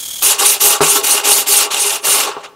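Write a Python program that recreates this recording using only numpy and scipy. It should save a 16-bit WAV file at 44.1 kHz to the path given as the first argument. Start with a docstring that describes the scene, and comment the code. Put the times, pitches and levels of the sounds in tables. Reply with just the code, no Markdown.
"""A thin flutter opens the scene: rubbing strokes about eight times too fast, with resonances raised to match.
Then a pebble is rubbed back and forth on a diamond plate on a wooden slab, outdoors and close: random grit
rasps brighter the faster the pebble slides, rings the plate's holder by resonance and swells into shrill chatter.
At 0.8 s the pebble knocks and rattles against the plate's end; a light tap and a scuff finish the rubbing.
A faint, diffuse stereo haze follows the sounds, over low outdoor air noise."""
import sys
import numpy as np
from scipy import signal
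from scipy.fft import rfft, irfft, next_fast_len
from scipy.io import wavfile
from scipy.ndimage import uniform_filter1d, map_coordinates

SR = 44100
rng = np.random.default_rng(int(sys.argv[2]) if len(sys.argv) > 2 else 0)


def store_wav(level_fs):
    """Save 16-bit WAV to argv[1]."""
    pcm = np.round(np.clip(np.atleast_2d(level_fs), -1, 1) * 32767)
    wavfile.write(sys.argv[1], SR, pcm.T.astype(np.int16))


N = 112455  # samples

# Resonances of plate, holder and slab. Each row: frequency in Hz, width in Hz, peak level in dB.
HOLDER_MODES = [(158, 9.9, -1.5), (295.5, 38, -9.5), (408.8, 22.4, 5.5), (493.3, 12, -7), (590, 22, -12),
                (665.4, 8.3, -4.5), (814, 20.4, 1), (865.5, 24, -8.5), (955, 44, -12), (1086, 16, -3.5),
                (1113, 13, -5.5), (1145.4, 16, -1), (1331, 24, -5), (2810, 100, -8.5)]
# Spectrum of the force that sliding passes to the holder. Each row: frequency in Hz, relative level in dB.
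HOLDER_DRIVE = [(60, -36), (160, -25), (280, -5), (400, 0), (1200, 2), (3000, -1.5)]


def amp(db):
    """Amplitude ratio, by the definition of the decibel."""
    return 10 ** (np.asarray(db) / 20)


def unit(x):
    """Normalisation to an rms of 1."""
    return x / np.sqrt(np.mean(x ** 2) + 1e-20)


def along(points, hz):
    """Linear interpolation of (Hz, value) points on a logarithmic frequency axis."""
    point_hz, values = np.transpose(points)
    return np.interp(np.log(hz + 1), np.log(point_hz + 1), values)


def wobble(rate):
    """Smooth random curve: spline interpolation between random knots, rate of them a second."""
    return map_coordinates(rng.standard_normal(N), [np.arange(N) * rate / SR], mode="mirror")


def filtered(x, response):
    """Linear filtering: the spectrum is multiplied by a complex response of frequency."""
    size = next_fast_len(N + SR // 2)  # zero padding leaves room for tails
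    hz = np.fft.rfftfreq(size, 1 / SR)
    return irfft(rfft(x, size) * response(hz), size)[..., :N]


def coloured(x, spectrum):
    """Spectral shaping by (Hz, dB) points, followed by normalisation to rms 1."""
    return unit(filtered(x, lambda hz: amp(along(spectrum, hz))))


def ring(x, modes, scale=1):
    """Modal superposition: parallel second-order resonances, their frequencies and widths times scale."""
    def response(hz):
        f = hz / scale
        total = 0
        for centre, width, db in modes:
            total = total + amp(db) * 1j * f * width / (centre ** 2 - f ** 2 + 1j * f * width)
        return total
    return filtered(x, response)


def rubbing():
    """Friction excitation: grit rasps and forces the holder's modes while the hand's pressure judders."""
    # Spectrum of the rasp. Each row: frequency in Hz, relative density in dB per Hz.
    rasp_spectrum = [(100, -36), (220, -25), (300, -15), (900, -6), (1400, -10.5), (2000, -11.5),
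                     (2400, -5), (2830, -1), (3200, -2.5), (3600, -2.5), (5000, -4.5), (6500, -3),
                     (7700, -2), (9300, -2), (11900, -2.5), (13300, -12), (14200, -6.5), (15500, -13.5)]
    rasp_db, holder_db = -12, -24.5
    judder_per_s, judder_db = 98, 0.88
    bursts_per_s, burst_db = 28, 3  # the holder is driven unevenly

    pressure = snags() * amp(judder_db * wobble(judder_per_s))
    rasp = stroked(rippled(coloured(grit(), rasp_spectrum)), patchy_db=2)
    drive = coloured(grit(), HOLDER_DRIVE)
    bursts = unit(amp(burst_db * wobble(bursts_per_s)))
    body = ring(pressure * bursts * stroked(drive, patchy_db=3.0), HOLDER_MODES)
    body = body / np.std(ring(drive, HOLDER_MODES))  # level relative to steady sliding
    return amp(rasp_db) * pressure * rasp + amp(holder_db) * body


def grit():
    """Shot noise: single diamond grains catch at random instants, over the Gaussian noise of an even grind."""
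    grains_per_s, grain_spread_db = 7000, 2.5
    grind_share = 0.66  # of the power
    hit = rng.random(N) < grains_per_s / SR
    size = amp(grain_spread_db * np.minimum(rng.exponential(size=N), 4))
    catches = unit(hit * size * np.sign(rng.standard_normal(N)))
    grind = rng.standard_normal(N)
    return np.sqrt(1 - grind_share) * catches + np.sqrt(grind_share) * grind


def motion(t):
    """Kinematics of reciprocating strokes: speed (dB), place (+1 far, -1 near), brightness and weight (dB)."""
    # Each row: start in seconds, speed left at the turn in dB, full speed in dB, time speeding up in seconds,
    # time slowing down in seconds, brightness in dB, weight on the holder in dB; laws over frequency scale the dB.
    strokes = [(.218, -24, 0, 0.009, 0.059, 0.5, 0), (0.378, -17, .5, 0.021, 0.062, -0.5, -2),
               (0.595, -20, 0, 0.023, 0.076, 1.5, 1.5), (.802, -21.5, -1, 0.02, 0.055, 1, 0),
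               (1.025, -17, -1, .022, 0.055, 0, 0), (1.231, -17.5, 0.5, 0.025, 0.059, 0, 0.5),
               (1.457, -18.5, 1, 0.029, 0.074, -1, -0.5), (1.7, -22.5, -2.5, 0.018, 0.073, -2, -2),
               (2.024, -28, 2, 0.033, .16, -4.5, 2.5), (2.362, -22.5, -23.5, .01, .02, -4, 4.5),
               (2.425, -24.5, -10, 0.039, 0.039, -7, -0.5)]
    rest_s, rest_db, settle_db_per_s = 2.486, -33, 202.5  # the pebble comes to rest
    ease_in, ease_out = 2.18, 1.54  # curvature of speeding up and slowing down

    speed = np.where(t < rest_s, -100, rest_db - settle_db_per_s * (t - rest_s))
    place, bright, weight = np.zeros((3, len(t)))
    turns = [row[:2] for row in strokes[1:]] + [(rest_s, rest_db)]
    for k, (stroke, (end, next_db)) in enumerate(zip(strokes, turns)):
        start, turn_db, full_db, rise, fall, bright_db, weight_db = stroke
        on = (t >= start) & (t < end)
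        starting = np.clip(1 - (t[on] - start) / rise, 0, 1) ** ease_in
        stopping = np.clip(1 - (end - t[on]) / fall, 0, 1) ** ease_out
        speed[on] = full_db + (turn_db - full_db) * starting + (next_db - full_db) * stopping
        place[on] = (-1) ** k * np.cos(np.pi * (t[on] - start) / (end - start))
        bright[on], weight[on] = bright_db, weight_db
    return speed, place, bright, weight


def stroked(x, patchy_db):
    """Time-varying filtering: motion shapes steady friction and its colour shifts with the contact points."""
    # Gain with sliding speed. Each row: frequency in Hz, dB per dB of speed.
    speed_law = [(300, 0.66), (1200, 0.52), (3000, 1), (8000, 1.34), (14000, 2.36)]
    # Gain at the plate's far end, opposite at the near end. Each row: frequency in Hz, gain in dB.
    far_end = [(300, 0), (1100, -2), (3000, -0.5), (8000, -0.5), (11000, 1.5), (14000, 4)]
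    # Spectral tilt of a stroke. Each row: frequency in Hz, dB per dB of brightness.
    bright_law = [(1500, 0), (4000, 0.51), (8000, 1.23), (14000, 1.7)]
    # Effect of the weight on the holder. Each row: frequency in Hz, dB per dB of weight.
    weight_law = [(1300, 0.79), (2400, 0.093)]

    hz, t, z = signal.stft(x, SR, nperseg=256, noverlap=192)
    patches = uniform_filter1d(rng.standard_normal(z.shape), size=6, axis=0)  # smooth over frequency
    patches = unit(uniform_filter1d(patches, size=12, axis=1))  # and over time
    laws = speed_law, far_end, bright_law, weight_law
    db = sum(np.outer(along(law, hz), control) for law, control in zip(laws, motion(t)))
    return signal.istft(z * amp(db + patchy_db * patches), SR, nperseg=256, noverlap=192)[1][:N]


def snags():
    """Catch and relaxation: pressure jumps where grit snags the pebble, then decays exponentially in dB."""
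    catches_per_s, catch_db, catch_s = 70, 2.5, 0.0037
    caught = (rng.random(N) < catches_per_s / SR) * (.5 + rng.random(N))  # jumps of random size
    db = catch_db * signal.lfilter([1], [1, -np.exp(-1 / (catch_s * SR))], caught)
    return amp(db - db.mean())


def rippled(x):
    """High modal density: the plate's many close resonances colour the rasp with a random spectral ripple."""
    ripple_db, ripple_width_hz = 1.77, 55
    knots = rng.standard_normal(SR // 8)

    def ripple(hz):
        return amp(ripple_db * map_coordinates(knots, [hz / ripple_width_hz], mode="mirror"))
    return unit(filtered(x, ripple))


def dust():
    """Speed-dependent friction noise: the fine hiss of stone dust lasts even while the pebble slides slowly."""
    # Spectrum of the hiss. Each row: frequency in Hz, relative density in dB per Hz.
    dust_spectrum = [(1000, -30), (4000, -4), (8000, 0), (15000, -4)]
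    dust_db, db_per_speed_db = -30, 0.77
    speed, _, bright, _ = motion(np.arange(N) / SR)
    return amp(dust_db + db_per_speed_db * speed + 2 * bright) * coloured(grit(), dust_spectrum)


def chatter():
    """Resonant excitation: short shrill swells in mid-stroke, where the pebble bites hardest."""
    # Gaussian swells. Each row: centre in seconds, half length (standard deviation) in seconds, level in dB.
    swells = [(0.245, .008, -11.5), (.272, 0.011, -10.5), (.465, 0.0067, -8), (0.498, .025, -11.5),
              (0.67, 0.034, -13.5), (0.907, .016, -10), (1.122, 0.018, -9.5), (1.319, .025, -10.5),
              (1.532, 0.019, -11.5), (1.576, 0.0087, -9), (1.818, 0.02, -13), (1.876, 0.014, -15.5),
              (2.127, 0.044, -12.5)]
    # Shrill resonances. Each row: frequency in Hz, width in Hz, relative level in dB.
    shrill_modes = [(6500, 730, 1), (8660, 500, -2), (9410, 970, 1), (10500, 800, -9.5)]
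    t = np.arange(N) / SR
    swell = sum(amp(db) * np.exp(-.5 * ((t - s) / half) ** 2) for s, half, db in swells)
    shrill = ring(grit(), shrill_modes)
    return swell * unit(ring(shrill, [(8450, 4800, 0)]))  # one broad resonance around them all


def knocks():
    """Impulse response: each contact's brief push rings the holder's modes, with a short woody thud."""
    # Contacts. Each row: start in seconds, relative strength in dB, contact time in seconds,
    # lowest pitch excited in Hz, relative thud level in dB.
    contacts = [(0.8065, 0, 0.00047, 111, 1), (0.8134, -4.5, 0.00046, 111, -2),
                (0.8266, -13, .0004, 199, -5), (0.835, -6.5, .0004, 200, -5.5),
                (2.367, -8.5, .0003, 450, -20)]
    # Spectrum of the thud. Each row: frequency in Hz, relative density in dB per Hz.
    thud_spectrum = [(80, -48), (150, -24), (270, -3), (600, 1.5), (1200, -0.5), (1800, -14), (5000, -18),
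                     (12000, -52)]
    ring_db, thud_gain_db, thud_t60 = 40.5, -8.5, 0.092  # T60 in seconds

    t = np.arange(N) / SR
    push, thud_power = np.zeros(N), np.zeros(N)
    for s, db, contact, low_hz, thud_db in contacts:
        age = np.maximum(t - s, 0)
        pulse = age * np.exp(-2 * age / contact)
        force = filtered(pulse / pulse.sum(), lambda hz: (1j * hz / (low_hz + 1j * hz)) ** 2)
        push += amp(db + ring_db) * force
        thud_power += (t > s) * amp(thud_db - 60 * age / thud_t60) ** 2
    thud = np.sqrt(thud_power) * coloured(rng.standard_normal(N), thud_spectrum)
    return ring(push, HOLDER_MODES) + amp(thud_gain_db) * thud


def fast_strokes():
    """Frequency scaling: sped-up strokes blur into a flutter and the holder's modes move into the treble."""
    # Spectrum of the hiss. Each row: frequency in Hz, relative density in dB per Hz.
    hiss_spectrum = [(100, -10), (500, -11), (1800, -9.5), (2800, -10.5), (4000, -5.5), (7000, 1.5),
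                     (10000, -2), (15500, -3.5)]
    times_faster, stroke_s, turn_s, end_s = 8.05, .0261, .0219, .222
    ring_db, hiss_db = -28, -25.5
    shape = 0.41  # below 1 flattens the top of each stroke

    t = np.arange(N) / SR
    speed = np.abs(np.sin(np.pi * (t - turn_s) / stroke_s)) ** shape
    drive = coloured(grit(), [(hz * times_faster, db) for hz, db in HOLDER_DRIVE])
    body = unit(ring(speed * drive, HOLDER_MODES, times_faster))
    hiss = speed * coloured(grit(), hiss_spectrum)
    return (t < end_s) * (amp(ring_db) * body + amp(hiss_db) * hiss)


def haze(x):
    """Decorrelation by convolution with noise: a faint, decaying noisy spread, different at each port."""
    # Spectrum of the spread. Each row: frequency in Hz, gain in dB.
    spread_spectrum = [(100, -15), (300, -28.5), (1000, -29.5), (2000, -40), (5000, -28.5), (9000, -21.5),
                       (13000, -36)]
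    t60 = 0.21  # s
    t = np.arange(SR // 4) / SR
    tail = rng.standard_normal((2, len(t))) * amp(-60 * t / t60)
    spread = signal.fftconvolve(x[None], tail / np.linalg.norm(tail[0]), axes=1)[:, :N]
    return filtered(spread, lambda hz: amp(along(spread_spectrum, hz)))


def air():
    """Partly coherent noise field: faint low outdoor background as the sum and difference of two noises."""
    # Spectrum of the background. Each row: frequency in Hz, relative density in dB per Hz.
    air_spectrum = [(25, -12.5), (70, -5), (150, 2.5), (400, -2.5), (1500, -6.5), (6000, -15), (15000, -32)]
    air_db, side_db = -53.5, -6  # side level relative to mid
    mid, side = coloured(rng.standard_normal((2, N)), air_spectrum)
    return amp(air_db) * (mid + amp(side_db) * np.array([side, -side]))


def scene():
    """Superposition at two close ports: nearly mono, with small level and phase differences over frequency."""
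    # Level difference of the ports. Each row: frequency in Hz, left minus right in dB.
    left_lead = [(60, -1), (110, 1), (200, 3), (380, 2.5), (700, 2), (1290, 0), (2380, -1.5), (4400, 0.0),
                 (8120, 0.5), (15000, -1.5)]
    # Phase difference of the ports. Each row: frequency in Hz, lead of the left in radians.
    port_phase = [(0, 0), (15200, 0.0036)]
    half = np.array([[.5], [-.5]])  # each port takes half of the difference

    def ports(hz):
        return amp(half * along(left_lead, hz)) * np.exp(1j * half * along(port_phase, hz))
    stone = rubbing() + dust() + chatter() + knocks() + fast_strokes()
    return filtered(stone + haze(stone) + air(), ports)


def record(dry):
    """Soft saturation and band limiting: the highest peaks are rounded, then the top of the treble is cut."""
    ceiling, hardness, top_hz = 1.04, 4.5, 15750  # ceiling in full scales
    clipped = dry / (1 + np.abs(dry / ceiling) ** hardness) ** (1 / hardness)
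    return filtered(clipped, lambda hz: hz < top_hz)


dry = scene()
out = record(dry)
store_wav(out)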